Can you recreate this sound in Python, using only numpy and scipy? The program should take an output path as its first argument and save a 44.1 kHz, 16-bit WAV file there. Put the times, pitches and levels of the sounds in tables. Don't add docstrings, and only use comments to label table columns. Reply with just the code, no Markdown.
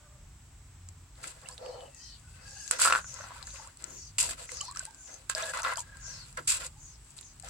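import sys
import numpy as np
from scipy import signal
from scipy.fft import rfft, irfft, next_fast_len
from scipy.io import wavfile
from scipy.ndimage import uniform_filter1d, map_coordinates

SR = 44100
rng = np.random.default_rng(int(sys.argv[2]) if len(sys.argv) > 2 else 0)


def makeup_ratio(level_db):
    decades = np.asarray(level_db, float) / 20
    return 10 ** decades


def dump(signal):
    limited = np.clip(np.atleast_2d(signal).T, -1, 1)
    pcm = np.round(limited * 32767).astype(np.int16)
    wavfile.write(sys.argv[1], SR, pcm)


N = 330309


def unit(x):
    return x / np.sqrt(np.mean(x ** 2) + 1e-20)


def along(points, hz):
    point_hz, value = np.transpose(points)
    return np.interp(np.log(hz + 1), np.log(point_hz + 1), value)


def wobble(rate):
    knots = rng.standard_normal(int(N * rate / SR) + 4)
    return map_coordinates(knots, [np.arange(N) * rate / SR])


def filtered(x, response):
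    m = next_fast_len(N + SR // 4)
    return irfft(rfft(x, m) * response(np.fft.rfftfreq(m, 1 / SR)), m)[..., :N]


def resonances(table):
    def response(hz):
        total = 0
        for k, (center, width, db) in enumerate(table):
            spread = 1j * hz * width
            total = total + (-1) ** k * makeup_ratio(db) * spread / (center * center - hz * hz + spread)
        return total
    return response


def rings(s, db, hz, t60, rise, attack, size):
    t = np.arange(size) / SR
    hz, t60 = hz[:, None], t60[:, None]
    tone = np.sin(2 * np.pi * hz * t * (1 + rise * t / t60))
    wave = tone * makeup_ratio(db[:, None] - 60 * t / t60) * (1 - np.exp(-t / attack))
    at = np.round(s * SR).astype(int)[:, None] + np.arange(size)
    return np.bincount(at.ravel(), wave.ravel(), N + size)[:N]


def glide(rows, shape):
    for s, length, start_hz, end_hz, db in rows:
        u = np.arange(int(length * SR)) / (length * SR)
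        yield round(s * SR), makeup_ratio(db) * np.sin(np.pi * u) ** shape, start_hz + (end_hz - start_hz) * u


def tone(hz):
    return np.sin(2 * np.pi * np.cumsum(hz) / SR)


# (time [s], length [s], open wall level [dB], drowned wall level [dB],
# grit level [dB], fall of the grit over the length [dB])
SPOON_STROKES = [(1.168, 0.23, -59, -55, -70, -3), (1.229, 0.051, -54, -64, -51, -1),
                 (1.272, 0.05, -57, -59, -46.5, 12), (1.41, 0.12, -59, -51.5, -55, 3),
                 (1.573, 0.29, -67, -41.5, -88, 20), (2.338, 0.35, -62, -61.5, -78, -30),
                 (2.709, 0.068, -36, -43, -29.5, 30), (2.785, 0.06, -32, -46, -37, -4),
                 (2.817, 0.17, -38.5, -42.5, -31.5, 16.5), (3.066, 0.46, -52, -57.5, -56.5, 9),
                 (3.536, 0.16, -55.5, -63, -59, 11), (3.788, 0.16, -54, -58.5, -61, 27),
                 (4.182, 0.15, -45, -47, -28.5, 19), (4.372, 0.085, -53, -54, -51.5, -4),
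                 (4.487, 0.17, -57, -54, -53.5, 2), (4.74, 0.13, -54, -66.5, -49, 10),
                 (5.063, 0.16, -58, -55, -68, 10), (5.293, 0.041, -44.5, -74, -33.5, 20),
                 (5.352, 0.15, -39, -40, -43, -1), (5.53, 0.074, -35, -44.5, -48, -6),
                 (5.63, 0.1, -29, -40, -47, 0.5), (5.767, 0.056, -74, -71, -37.5, 10),
                 (5.81, 0.35, -60, -65, -100, -29), (6.057, 0.24, -58.5, -66, -61, -4.5),
                 (6.369, 0.027, -38, -42.5, -53, 5), (6.472, 0.11, -40, -66, -29, 12.5),
                 (6.597, 0.072, -45.5, -51, -46.5, -6.5), (7.165, 0.024, -65, -78, -48.5, 4),
                 (7.433, 0.09, -54, -54.5, -56, -4)]
# (time [s], level [dB], time to fall 60 dB [s])
EDGE_CHATTER = [(4.1827, -17, 0.039), (4.1905, -30, 0.014), (4.2006, -15, .04), (4.2085, -27, 0.054),
                (4.2255, -30, .06), (4.238, -36, .08), (4.256, -38, .05), (4.267, -40, 0.045),
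                (4.289, -34.5, .1), (4.308, -32, 0.04), (4.326, -57, 0.043), (6.476, -22.5, 0.076),
                (6.4938, -21.5, 0.063), (6.505, -33, 0.054), (6.518, -28, 0.092), (6.54, -36, 0.055),
                (6.552, -45, 0.056), (6.563, -44, 0.04), (6.637, -40, 0.045), (6.646, -47, .05),
                (2.797, -23.5, 0.067), (2.811, -25, .08), (2.8176, -24, 0.041), (2.825, -33, 0.06),
                (2.836, -30, .07), (2.847, -25, 0.096), (2.8726, -32, 0.082), (2.896, -40, 0.046),
                (5.376, -42, .06), (5.455, -35, 0.048), (5.544, -46, 0.052)]
# (open wall level [dB], drowned wall level [dB], grit level [dB])
IDLE_TOUCH = (-79, -104, -63)
IDLE_FROM_S = 1.15


def pressure():
    bite = np.array([[.12], [.12], [.02]])
    lift, ease_db, uneven_db = 0.1, 9.5, 2.5
    t = np.arange(N) / SR
    out = makeup_ratio(np.array(IDLE_TOUCH)[:, None] + 0.53 * wobble(7.5)) * (t > IDLE_FROM_S)
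    for s, length, wall_db, deep_db, grit_db, fade_db in SPOON_STROKES:
        at = slice(round(s * SR), round((s + 2 * length) * SR))
        u = (t[at] - s) / length
        shape = (1 - np.exp(-u / bite)) * np.exp(-np.maximum(u - 1, 0) / lift)
        level_db = np.array([wall_db - ease_db * u, deep_db - ease_db * u, grit_db - fade_db * u])
        out[:, at] += shape * makeup_ratio(level_db)
    out = out * makeup_ratio(uneven_db * np.array([wobble(25), wobble(25), wobble(25)]))
    for s, db, t60 in EDGE_CHATTER:
        start = round(s * SR)
        u = (t[start:][:SR // 8] - s).clip(0)
        out[2, start:][:len(u)] += makeup_ratio(db - 60 * u / t60) * (1 - np.exp(-u / 0.0006))
    return out


# (frequency [Hz], width [Hz], level [dB])
SPOON_RINGING = [(3910, 190, -7.5), (5370, 1300, -2), (6500, 1330, -7), (5880, 86, -18), (6830, 58, -2),
                 (7360, 67, 7.5), (7650, 80, 6), (7970, 110, 6), (8400, 130, 3), (9010, 175, -2),
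                 (9220, 81, -1.5), (9860, 350, -4.5), (10680, 200, -8.5), (11550, 90, -9.5),
                 (12960, 82, -9.5)]


def steel(hz):
    return 0.19 / (1 + 1j * hz / 12000) ** 2 + resonances(SPOON_RINGING)(hz)


# (frequency [Hz], width [Hz], level [dB])
MORTAR_RINGING = [(300, 150, -16), (490, 44, 2.5), (650, 170, -1), (800, 235, -2), (1049, 102, 3),
                  (1180, 260, -1.5), (1390, 270, 2.5), (1640, 134, 2.5), (2000, 140, -2), (2600, 390, 1),
                  (2950, 450, 3.5), (3800, 2100, -0.5)]
# (frequency [Hz], level per Hz [dB])
GRIT_COLOR = [(2060, -19), (3500, -31), (4780, -4), (5190, -12.5), (6700, -1.5), (7560, -4.5),
              (13200, -2.5), (15100, 2), (16000, -31)]
# (time [s], left minus right level [dB])
SPOON_LEAN = [(1.15, 4), (1.56, -1.5), (2.05, 10.5), (2.76, -0.5), (3.8, 3.5), (3.82, 2.5), (4.91, 0),
              (5.02, -1), (5.26, 4.5), (5.279, -8), (5.35, 1), (5.48, 2.5), (6.18, 2.5), (6.32, -1.5),
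              (7.1, 3), (7.21, 4), (7.28, 0), (7.49, 0)]


def drag():
    wall, deep, fine = pressure()
    rim_share = 0.61
    rim = makeup_ratio(-2.5) * fine ** rim_share * wall ** (1 - rim_share)

    catches = (rng.random(N) < 350 / SR) * rng.standard_normal(N) * makeup_ratio(1.6 * wobble(82))
    jolts = catches + 0.2 * rng.standard_normal((2, N))
    scatter = (rng.random((2, N)) < 600 / SR) * rng.standard_normal((2, N))
    scatter = scatter + 0.11 * rng.standard_normal((2, N))

    def clay(gain, source, modes):
        ringing = resonances(modes)
        return filtered(gain * source, ringing) / np.std(filtered(source, ringing))

    bowl = clay(deep, jolts, MORTAR_RINGING[:4]) + clay(wall, jolts, MORTAR_RINGING[4:9])
    bowl = bowl - clay(rim, scatter, MORTAR_RINGING[9:])

    sparks = rng.standard_normal((3, N)) * makeup_ratio(3.5 * wobble(900) + .8 * wobble(150))
    sparks = sparks[0] + 2.8 * sparks[1:]
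    grit = unit(filtered(sparks, lambda hz: makeup_ratio(along(GRIT_COLOR, hz)) * np.abs(steel(hz)) ** 1.1))

    lean_db = np.interp(np.arange(N) / SR, *np.transpose(SPOON_LEAN))
    return makeup_ratio(lean_db * [[.5], [-.5]]) * (bowl + grit * fine)


# (time [s], level [dB], starting pitch [Hz], left minus right level [dB])
BOWL_KNOCKS = [(1.241, -35.5, 2260, -7), (1.611, -33, 485, 1), (1.631, -36.5, 495, 7), (1.658, -36, 493, 0),
               (1.688, -31, 490, 4), (1.719, -42, 520, 1), (1.742, -42, 587, -7), (1.759, -43, 480, -1),
               (1.779, -36, 492, -5), (1.824, -40, 532, -1), (1.879, -48, 558, -11), (2.794, -26, 1380, -1),
               (3.044, -36.5, 1440, 4), (3.201, -42.5, 577, 6), (3.209, -34.5, 1470, 0),
               (3.269, -42, 1500, 4), (3.319, -38, 1050, 5), (3.475, -41.5, 1660, 6), (4.517, -40, 490, 2),
               (4.189, -39, 990, -1), (4.252, -35.5, 970, -1), (5.425, -31.5, 640, -2),
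               (5.445, -39, 650, 1), (6.382, -51, 494, -6), (2.7108, -26, 1430, 2), (2.816, -22, 1400, -5),
               (2.831, -28, 1450, 0), (2.852, -15, 1364, 1), (2.858, -16.5, 1390, 3), (2.865, -18, 1360, 1),
               (2.874, -13.5, 1305, 0), (2.885, -20, 1400, -9), (2.9, -18.5, 1390, 7),
               (2.9072, -15.5, 1304, 0), (2.9239, -11, 1390, 2), (2.9359, -17.5, 1330, -1),
               (2.944, -29, 1400, 6), (2.951, -14, 1455, 4), (2.959, -17.5, 1365, 4),
               (2.966, -24.5, 1290, -1), (2.978, -29, 1480, 7), (2.989, -32, 1295, 0),
               (2.994, -30, 1410, 3), (3.19, -40, 1480, 5), (3.241, -36, 1330, 5), (3.307, -35.5, 967, -1),
               (4.185, -21, 2780, 12), (4.202, -31, 2520, 11), (4.235, -35, 924, -3), (4.292, -33, 1630, 3),
               (4.492, -34.5, 2040, 9), (4.771, -36, 1540, 10), (5.298, -23, 1556, -2),
               (5.351, -32.5, 624, 0), (5.375, -36, 655, -3), (5.537, -28, 1430, 0), (5.572, -28, 1270, -1),
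               (5.649, -21, 1350, 4), (5.664, -23, 1080, -2), (5.671, -27, 1680, 13), (5.722, -26, 995, 2),
               (7.436, -53, 1640, 10), (5.673, -27, 1400, 4), (5.682, -31, 1650, 2), (5.693, -29, 1310, 8),
               (5.702, -25, 1500, 0), (5.59, -27, 1460, 0), (6.376, -50, 1150, -10), (6.475, -43, 1640, 1)]


def knocks():
    s, db, hz, pan_db = np.transpose(BOWL_KNOCKS)
    deep = (1400 / hz).clip(1)
    t60 = 27 / hz * deep ** .5
    rise, attack = 0.06 / deep[:, None], 0.0001 * deep[:, None] ** 3

    def mode(gain_db, ratio, life):
        return np.array([rings(s, db + gain_db + sign * pan_db, ratio * hz, life * t60, rise, attack, size=4000)
                         for sign in (.5, -.5)])

    blows = np.bincount(np.round(s * SR).astype(int), makeup_ratio(db + 11.5 - 6.4 * (deep - 1)), N)
    tones = mode(0, 1.0, 1.0) + mode(-16.5, 1.2, 1.0) + mode(-9 - 8 * (deep - 1), 0.83, 0.9)
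    return tones + filtered(blows, resonances(MORTAR_RINGING[4:]))


# (time [s], level [dB], ping pitch [Hz], left minus right level [dB])
STEEL_TICKS = [(0.888, -29, 7380, 0), (1.238, -32, 7850, -7), (1.277, -31, 7860, -11),
               (1.6614, -34, 2960, -1), (1.8072, -37, 3300, 1), (1.947, -35, 7300, 12),
               (1.4873, -23, 8400, -6), (1.5794, -31.5, 3760, -7), (2.509, -35.5, 7440, -8),
               (2.678, -28.5, 6500, 19), (2.711, -3.5, 8800, -2), (2.824, -12, 8700, -8),
               (2.8744, -14, 8400, 0), (2.9095, -24, 5500, 7), (2.96, -23, 8500, -4),
               (2.9255, -12, 2580, 9), (3.1412, -27, 6660, 13.5), (3.4273, -29.5, 4040, 10),
               (3.441, -38, 4800, -4), (3.505, -36.5, 3970, 7), (3.47, -25, 7160, 3),
               (3.674, -31.5, 7300, 0), (3.5593, -36, 2570, 9), (3.772, -32, 8000, 1),
               (3.823, -33, 7960, 7), (3.8415, -20, 7700, 10), (4.188, -15, 7400, 3),
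               (4.5185, -23, 8200, -5), (4.57, -27, 6340, 13), (4.6117, -17, 7100, 1),
               (4.652, -29, 6050, 1), (4.6816, -35, 4760, 10), (4.723, -32, 7750, 2),
               (4.834, -38, 8260, -8), (4.864, -35, 8600, -11), (4.909, -41, 8000, -13),
               (4.9467, -34, 7450, 5), (4.712, -28.5, 8600, -2), (4.76, -33, 7100, 14),
               (4.772, -21.5, 5830, -7), (4.7937, -16.5, 7700, 0), (4.8527, -22, 8900, 5),
               (5.1414, -29, 7000, 8), (5.2978, -12.5, 8000, 8), (5.35, -13.5, 5000, 3),
               (5.3804, -29, 7140, 11), (5.4242, -21, 6130, 2), (5.5733, -21, 7360, 0),
               (5.6485, -27, 3700, -4), (5.758, -29, 4940, -15), (5.7719, -19, 7260, 10),
               (5.793, -22, 6350, 9), (5.8048, -21.5, 7100, -4), (5.97, -36.5, 7540, 13),
               (6.327, -34, 8360, 3), (6.374, -22.5, 8070, -2), (6.478, -26, 8900, -4),
               (5.6195, -22, 6890, 3), (5.632, -20.5, 6270, 1), (5.736, -28, 9100, 10),
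               (5.729, -39, 9000, -1), (5.496, -26, 5910, -6), (5.798, -31, 8000, 2), (1.406, -48, 6500, 8),
               (1.4925, -43, 4800, 2), (1.512, -39, 6500, 2), (1.543, -37, 8500, 0), (7.18, -51, 3400, 6),
               (7.188, -31.5, 4000, -9.5), (7.229, -41, 3800, 11), (7.335, -47, 8100, 5),
               (7.344, -50, 7800, 0), (7.46, -37, 7000, 0), (7.486, -34, 5840, 11), (4.543, -28, 9200, 0),
               (4.75, -38, 4500, -2), (6.666, -22, 7360, -1), (6.83, -42, 8500, -4), (6.865, -41, 8300, 4),
               (7.106, -38.5, 7840, 10), (7.425, -33, 7800, 3), (7.173, -42, 7500, -9),
               (7.211, -37, 8700, -21), (7.3985, -37, 8250, 23), (7.446, -34.5, 7470, 15)]


def ticks():
    s, db, hz, pan_db = np.transpose(STEEL_TICKS)
    ping_t60 = np.full(len(s), 0.0045)
    t = np.arange(600) / SR
    noise = rng.standard_normal((len(s), 3, len(t)))
    at = np.round(s * SR).astype(int)[:, None] + np.arange(len(t))
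    out = np.zeros((2, N))
    for side, sign in enumerate((.5, -.5)):
        side_db = db + sign * pan_db
        cracks = (0.35 * noise[:, 2] + noise[:, side]) * makeup_ratio(side_db[:, None] - 60 * t / 0.0051)
        cracks[:, 2 * side] += 1.42 * makeup_ratio(side_db)
        crack = np.bincount(at.ravel(), cracks.ravel(), N + len(t))[:N]
        ping = rings(s, side_db + 0.5, hz * (1 + sign * 0.02), ping_t60, rise=0, attack=0.000078, size=2000)
        out[side] = makeup_ratio(-0.5) * filtered(crack, steel) + ping
    return out


# (time [s], length [s], level [dB])
SLOSH_SURGES = [(1.185, 0.12, -53.5), (2.716, 0.11, -51), (2.796, 0.21, -51), (3.79, 0.25, -51.5),
                (4.2, 0.18, -48.5), (4.497, 0.082, -55), (5.058, 0.13, -63), (6.371, 0.051, -47.5),
                (6.528, 0.1, -55), (7.425, .07, -71)]
# (frequency [Hz], level per Hz [dB])
SLOSH_COLOR = [(140, -2), (220, 6), (330, 7.5), (480, -8.5), (800, -18.5)]


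def slosh():
    level = np.zeros(N + SR)
    for s, length, db in SLOSH_SURGES:
        surge = np.sin(np.linspace(0, np.pi, int(length * SR))) ** 0.95
        level[round(s * SR):][:len(surge)] += makeup_ratio(db) * surge
    lumpy = level[:N] * makeup_ratio(1.3 * wobble(30)) * makeup_ratio([[2.5], [-2.5]])
    noise = rng.standard_normal(N) + 0.11 * rng.standard_normal((2, N))
    return lumpy * unit(filtered(noise, lambda hz: makeup_ratio(along(SLOSH_COLOR, hz))))


# (time [s], length [s], start pitch [Hz], end pitch [Hz], level [dB])
BUBBLES_AND_PLINKS = [(1.43, 0.019, 1100, 1170, -51), (1.458, 0.008, 2720, 2830, -38.5),
                      (1.49, 0.019, 1650, 1720, -47), (4.575, 0.025, 1200, 1310, -48),
                      (4.607, 0.0086, 2920, 3210, -26.5), (5.778, 0.013, 3000, 3500, -34.5),
                      (1.445, 0.0086, 1750, 1900, -47), (1.468, .009, 2120, 2350, -47),
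                      (1.472, .009, 2970, 3200, -47), (1.515, 0.0099, 4400, 4700, -42),
                      (1.52, .018, 5400, 5470, -48), (1.534, 0.0088, 4800, 5100, -46),
                      (5.428, 0.017, 3180, 4620, -29.5), (5.405, .016, 2310, 2700, -38),
                      (1.49, 0.038, 960, 1120, -46), (3.595, 0.015, 880, 910, -36.5),
                      (3.635, 0.049, 885, 950, -47), (3.662, 0.028, 915, 1330, -45.5),
                      (3.682, 0.023, 1290, 2000, -52), (4.61, 0.022, 1110, 1260, -35.5),
                      (4.632, 0.013, 794, 850, -39.5), (4.68, 0.026, 920, 1170, -33.5),
                      (4.71, 0.023, 1060, 1230, -41.5), (4.748, 0.0099, 1590, 1700, -42),
                      (4.758, 0.011, 1200, 1360, -34.5), (4.803, 0.014, 1500, 1570, -34.5),
                      (4.826, 0.0082, 640, 680, -44), (4.872, 0.03, 840, 954, -38.5),
                      (5.78, 0.018, 910, 1000, -29.5), (6.762, 0.026, 823, 880, -49.5),
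                      (7.434, 0.019, 710, 820, -38.5)]


def bubbles_and_plinks():
    out = np.zeros(N + SR)
    for start, level, hz in glide(BUBBLES_AND_PLINKS, shape=1.0):
        fading = makeup_ratio(np.linspace(3, -16, len(hz)))
        out[start:start + len(hz)] += level * fading * tone(hz)
    return out[:N]


# (time [s], length [s], middle pitch [Hz], level [dB])
BUBBLE_SWARMS = [(1.433, 0.22, 1470, -53), (1.603, 0.18, 3300, -70), (3.179, 0.26, 1183, -44),
                 (3.533, 0.14, 1012, -49.5), (4.474, 0.31, 1520, -51.5), (4.7, 0.12, 1850, -48.5),
                 (4.894, 0.35, 850, -66), (5.35, 0.16, 960, -40.5), (5.542, 0.24, 1297, -35.5),
                 (6.028, 0.17, 1120, -58.5), (6.509, 0.14, 850, -52)]


def gurgles():
    count = int(300 * N / SR)
    when = rng.uniform(0, N / SR, count)
    spread, size, pan = rng.standard_normal((3, count))
    start, length, middle_hz, level_db = np.transpose(BUBBLE_SWARMS)
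    swarm = (np.searchsorted(start, when) - 1).clip(0)
    live = (when > start[swarm]) & (when < start[swarm] + length[swarm])
    hz = (middle_hz[swarm] * np.exp(0.333 * spread.clip(-2, 2)))[live]
    db = (level_db[swarm] + 1.3 * size)[live]
    return np.array([rings(when[live], db + sign * 2.2 * pan[live], hz, 28 / hz, rise=0.063, attack=0.0016,
                           size=1800) for sign in (.5, -.5)])


def drips():
    count = 420
    when, spread = rng.uniform(IDLE_FROM_S, N / SR, count), rng.standard_normal(count)
    size, pan = rng.exponential(1, count), rng.normal(0, 8.4, count)
    start, length, wall_db = np.transpose(SPOON_STROKES)[:3]
    stroke = (np.searchsorted(start, when) - 1).clip(0)
    moving = when < start[stroke] + length[stroke]
    hz = (6500 * np.exp(0.24 * spread)).clip(500, 15000)
    db = -60 + 5 * np.minimum(size, 2) + moving * 0.5 * (wall_db[stroke] + 72).clip(0)
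    return np.array([rings(when, db + sign * pan, hz, 12 / hz, rise=0.11, attack=.0001, size=400)
                     for sign in (.5, -.5)])


# (time [s], length [s], start [Hz], end [Hz], level [dB])
BROOM_SWISHES = [(1.583, 0.24, 5050, 4370, -53.5), (1.945, 0.25, 6160, 3600, -47.5),
                 (2.4, 0.63, 5370, 6050, -46.5), (2.99, 0.29, 7800, 5070, -45),
                 (3.438, 0.22, 7460, 5400, -46), (3.851, 0.27, 7900, 5030, -46),
                 (4.46, 0.27, 6500, 4100, -41), (4.963, 0.23, 7600, 5950, -48),
                 (5.989, 0.28, 6900, 3970, -44), (6.772, 0.21, 7360, 5300, -52),
                 (7.187, 0.16, 7400, 5140, -53)]
# (frequency [Hz], width [Hz], level [dB])
BRISTLE_RINGING = [(4210, 300, -3), (4760, 26, 2), (5000, 14, -1.5), (5480, 58, -3), (5880, 18, 4),
                   (6340, 86, 4), (6720, 80, 1), (7100, 71, 3)]


def swish():
    noise = rng.standard_normal((3, N))
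    ringing = filtered(0.22 * noise[0] + noise[1:], lambda hz: 0.22 + np.abs(resonances(BRISTLE_RINGING)(hz)))
    hz, t, z = signal.stft(ringing, SR, nperseg=512)
    field = uniform_filter1d(rng.standard_normal(z.shape[1:]), 3, 0)
    field = uniform_filter1d(field, 12, 1)
    mask = np.zeros(z.shape[1:])
    for s, length, start_hz, end_hz, db in BROOM_SWISHES:
        u = ((t - s) / length).clip(0, 1)
        middle = start_hz + (end_hz - start_hz) * u
        window = np.exp(-(np.log((hz[:, None] + 1) / middle) / 0.27) ** 2)
        mask += makeup_ratio(db) * np.sin(np.pi * u) ** 0.73 * window
    swept = signal.istft(z * mask * makeup_ratio(4.0 * unit(field)), SR, nperseg=512)[1][:, :N]
    return makeup_ratio(2.5) * swept / np.std(ringing) * makeup_ratio([[1.5], [-1.5]])


# (time [s], length [s], start pitch [Hz], end pitch [Hz], level before a lift [dB])
CROW_NOTES = [(0, .27, 603, 586, -70.5), (0, 0.21, 1215, 1180, -73), (0, 0.08, 1500, 1510, -71.5),
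              (1.65, 0.14, 4600, 4180, -61), (1.7, 0.2, 3040, 2990, -62), (1.91, 0.24, 1940, 1890, -68.5),
              (2.0, 0.18, 3130, 3000, -63), (2.24, 0.16, 1464, 1550, -66.5),
              (2.44, 0.26, 1650, 1640, -57.5), (2.48, 0.13, 833, 800, -63), (4.8, 0.23, 1593, 1554, -62.5),
              (5.36, 0.16, 1657, 1660, -41.5), (5.82, 0.37, 1640, 1582, -58), (1.8, 0.24, 2700, 2660, -70),
              (2.27, 0.48, 2636, 2640, -69), (2.55, 0.1, 2870, 2870, -65), (6.2, 0.12, 1496, 1410, -70)]


def crow():
    out = np.zeros(N + SR)
    waver = 1 + 0.022 * wobble(220)
    for start, level, hz in glide(CROW_NOTES, shape=0.22):
        hz = hz * waver[start:start + len(hz)]
        out[start:start + len(hz)] += level * tone(hz)
    hoarse = .75 + .35 * wobble(140) + .25 * np.array([wobble(70), wobble(70)])
    return out[:N] * hoarse * makeup_ratio(4 + 1.2 * wobble(20))


# (time [s], length [s], start pitch [Hz], end pitch [Hz], level [dB])
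LOW_HUM = [(.55, 0.6, 92, 86.2, -52)]


def hum():
    out = np.zeros(N + SR)
    for start, level, hz in glide(LOW_HUM, shape=0.54):
        out[start:start + len(hz)] += level * tone(hz)
    return out[:N] * makeup_ratio(2.0 * wobble(14.6))


# (frequency [Hz], level per Hz [dB])
YARD_COLOR = [(18, -47), (32, -11), (52, -2), (90, -8), (145, -11), (194, -22.5), (245, -22), (287, -25.5),
              (394, -30.5), (512, -35), (913, -29), (4530, -36.5), (6900, -32.5), (7870, -24),
              (9220, -41.5), (14400, -46.5), (16000, -35)]
# (frequency [Hz], likeness [1 = the same])
PORT_LIKENESS = [(60, .998), (150, .975), (300, .7), (1000, .6), (3000, .2)]


def yard():
    def ports(part):
        def response(hz):
            turn = np.arccos(np.clip(along(PORT_LIKENESS, hz), -1, 1)) / 2
            return part(hz) * makeup_ratio(along(YARD_COLOR, hz)) * [np.cos(turn), np.sin(turn)]
        mid, side = filtered(rng.standard_normal((2, N)), response)
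        return unit(np.array([mid + side, mid - side]))

    rumble = makeup_ratio(-55.5 - 2.5 * wobble(4.0)) * ports(lambda hz: hz < 230)
    hiss = makeup_ratio(-59.5 + 0.04 * wobble(0.32)) * ports(lambda hz: hz >= 230)
    return rumble + hiss


# (frequency [Hz], time to fall 60 dB [s])
WALL_DECAY = [(300, 0.14), (2000, 0.1), (10000, 0.0035)]


def walls(x):
    hz, t, z = signal.stft(rng.standard_normal((2, SR // 5)), SR, nperseg=128)
    decay = makeup_ratio(-60 * t / along(WALL_DECAY, hz)[:, None])
    tail = signal.istft(z * decay, SR, nperseg=128)[1]
    return signal.fftconvolve(x, tail / np.linalg.norm(tail[0]), axes=1)[:, :N]


def scene():
    near = drag() + ticks() + knocks() + drips() + bubbles_and_plinks() + gurgles() + slosh()
    near = filtered(near, lambda hz: (1j * hz / (330 + 1j * hz)) ** 2)
    direct = np.array([np.roll(near[0], 2), near[1]])
    echo = makeup_ratio(-9) * walls(near)
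    return direct + echo + swish() + crow() + hum() + yard()


def top_cut(x):
    return signal.sosfilt(signal.butter(12, 16520, fs=SR, output="sos"), x)


def record(dry):
    def treble_loss(hz):
        return 1 / (1 + (1j * hz / 14000) ** 2 + 1.5j * hz / 14000)
    heard = filtered(dry, lambda hz: (hz < 16400) * treble_loss(hz))
    return top_cut(heard)


dry = scene()
out = record(dry)
dump(out)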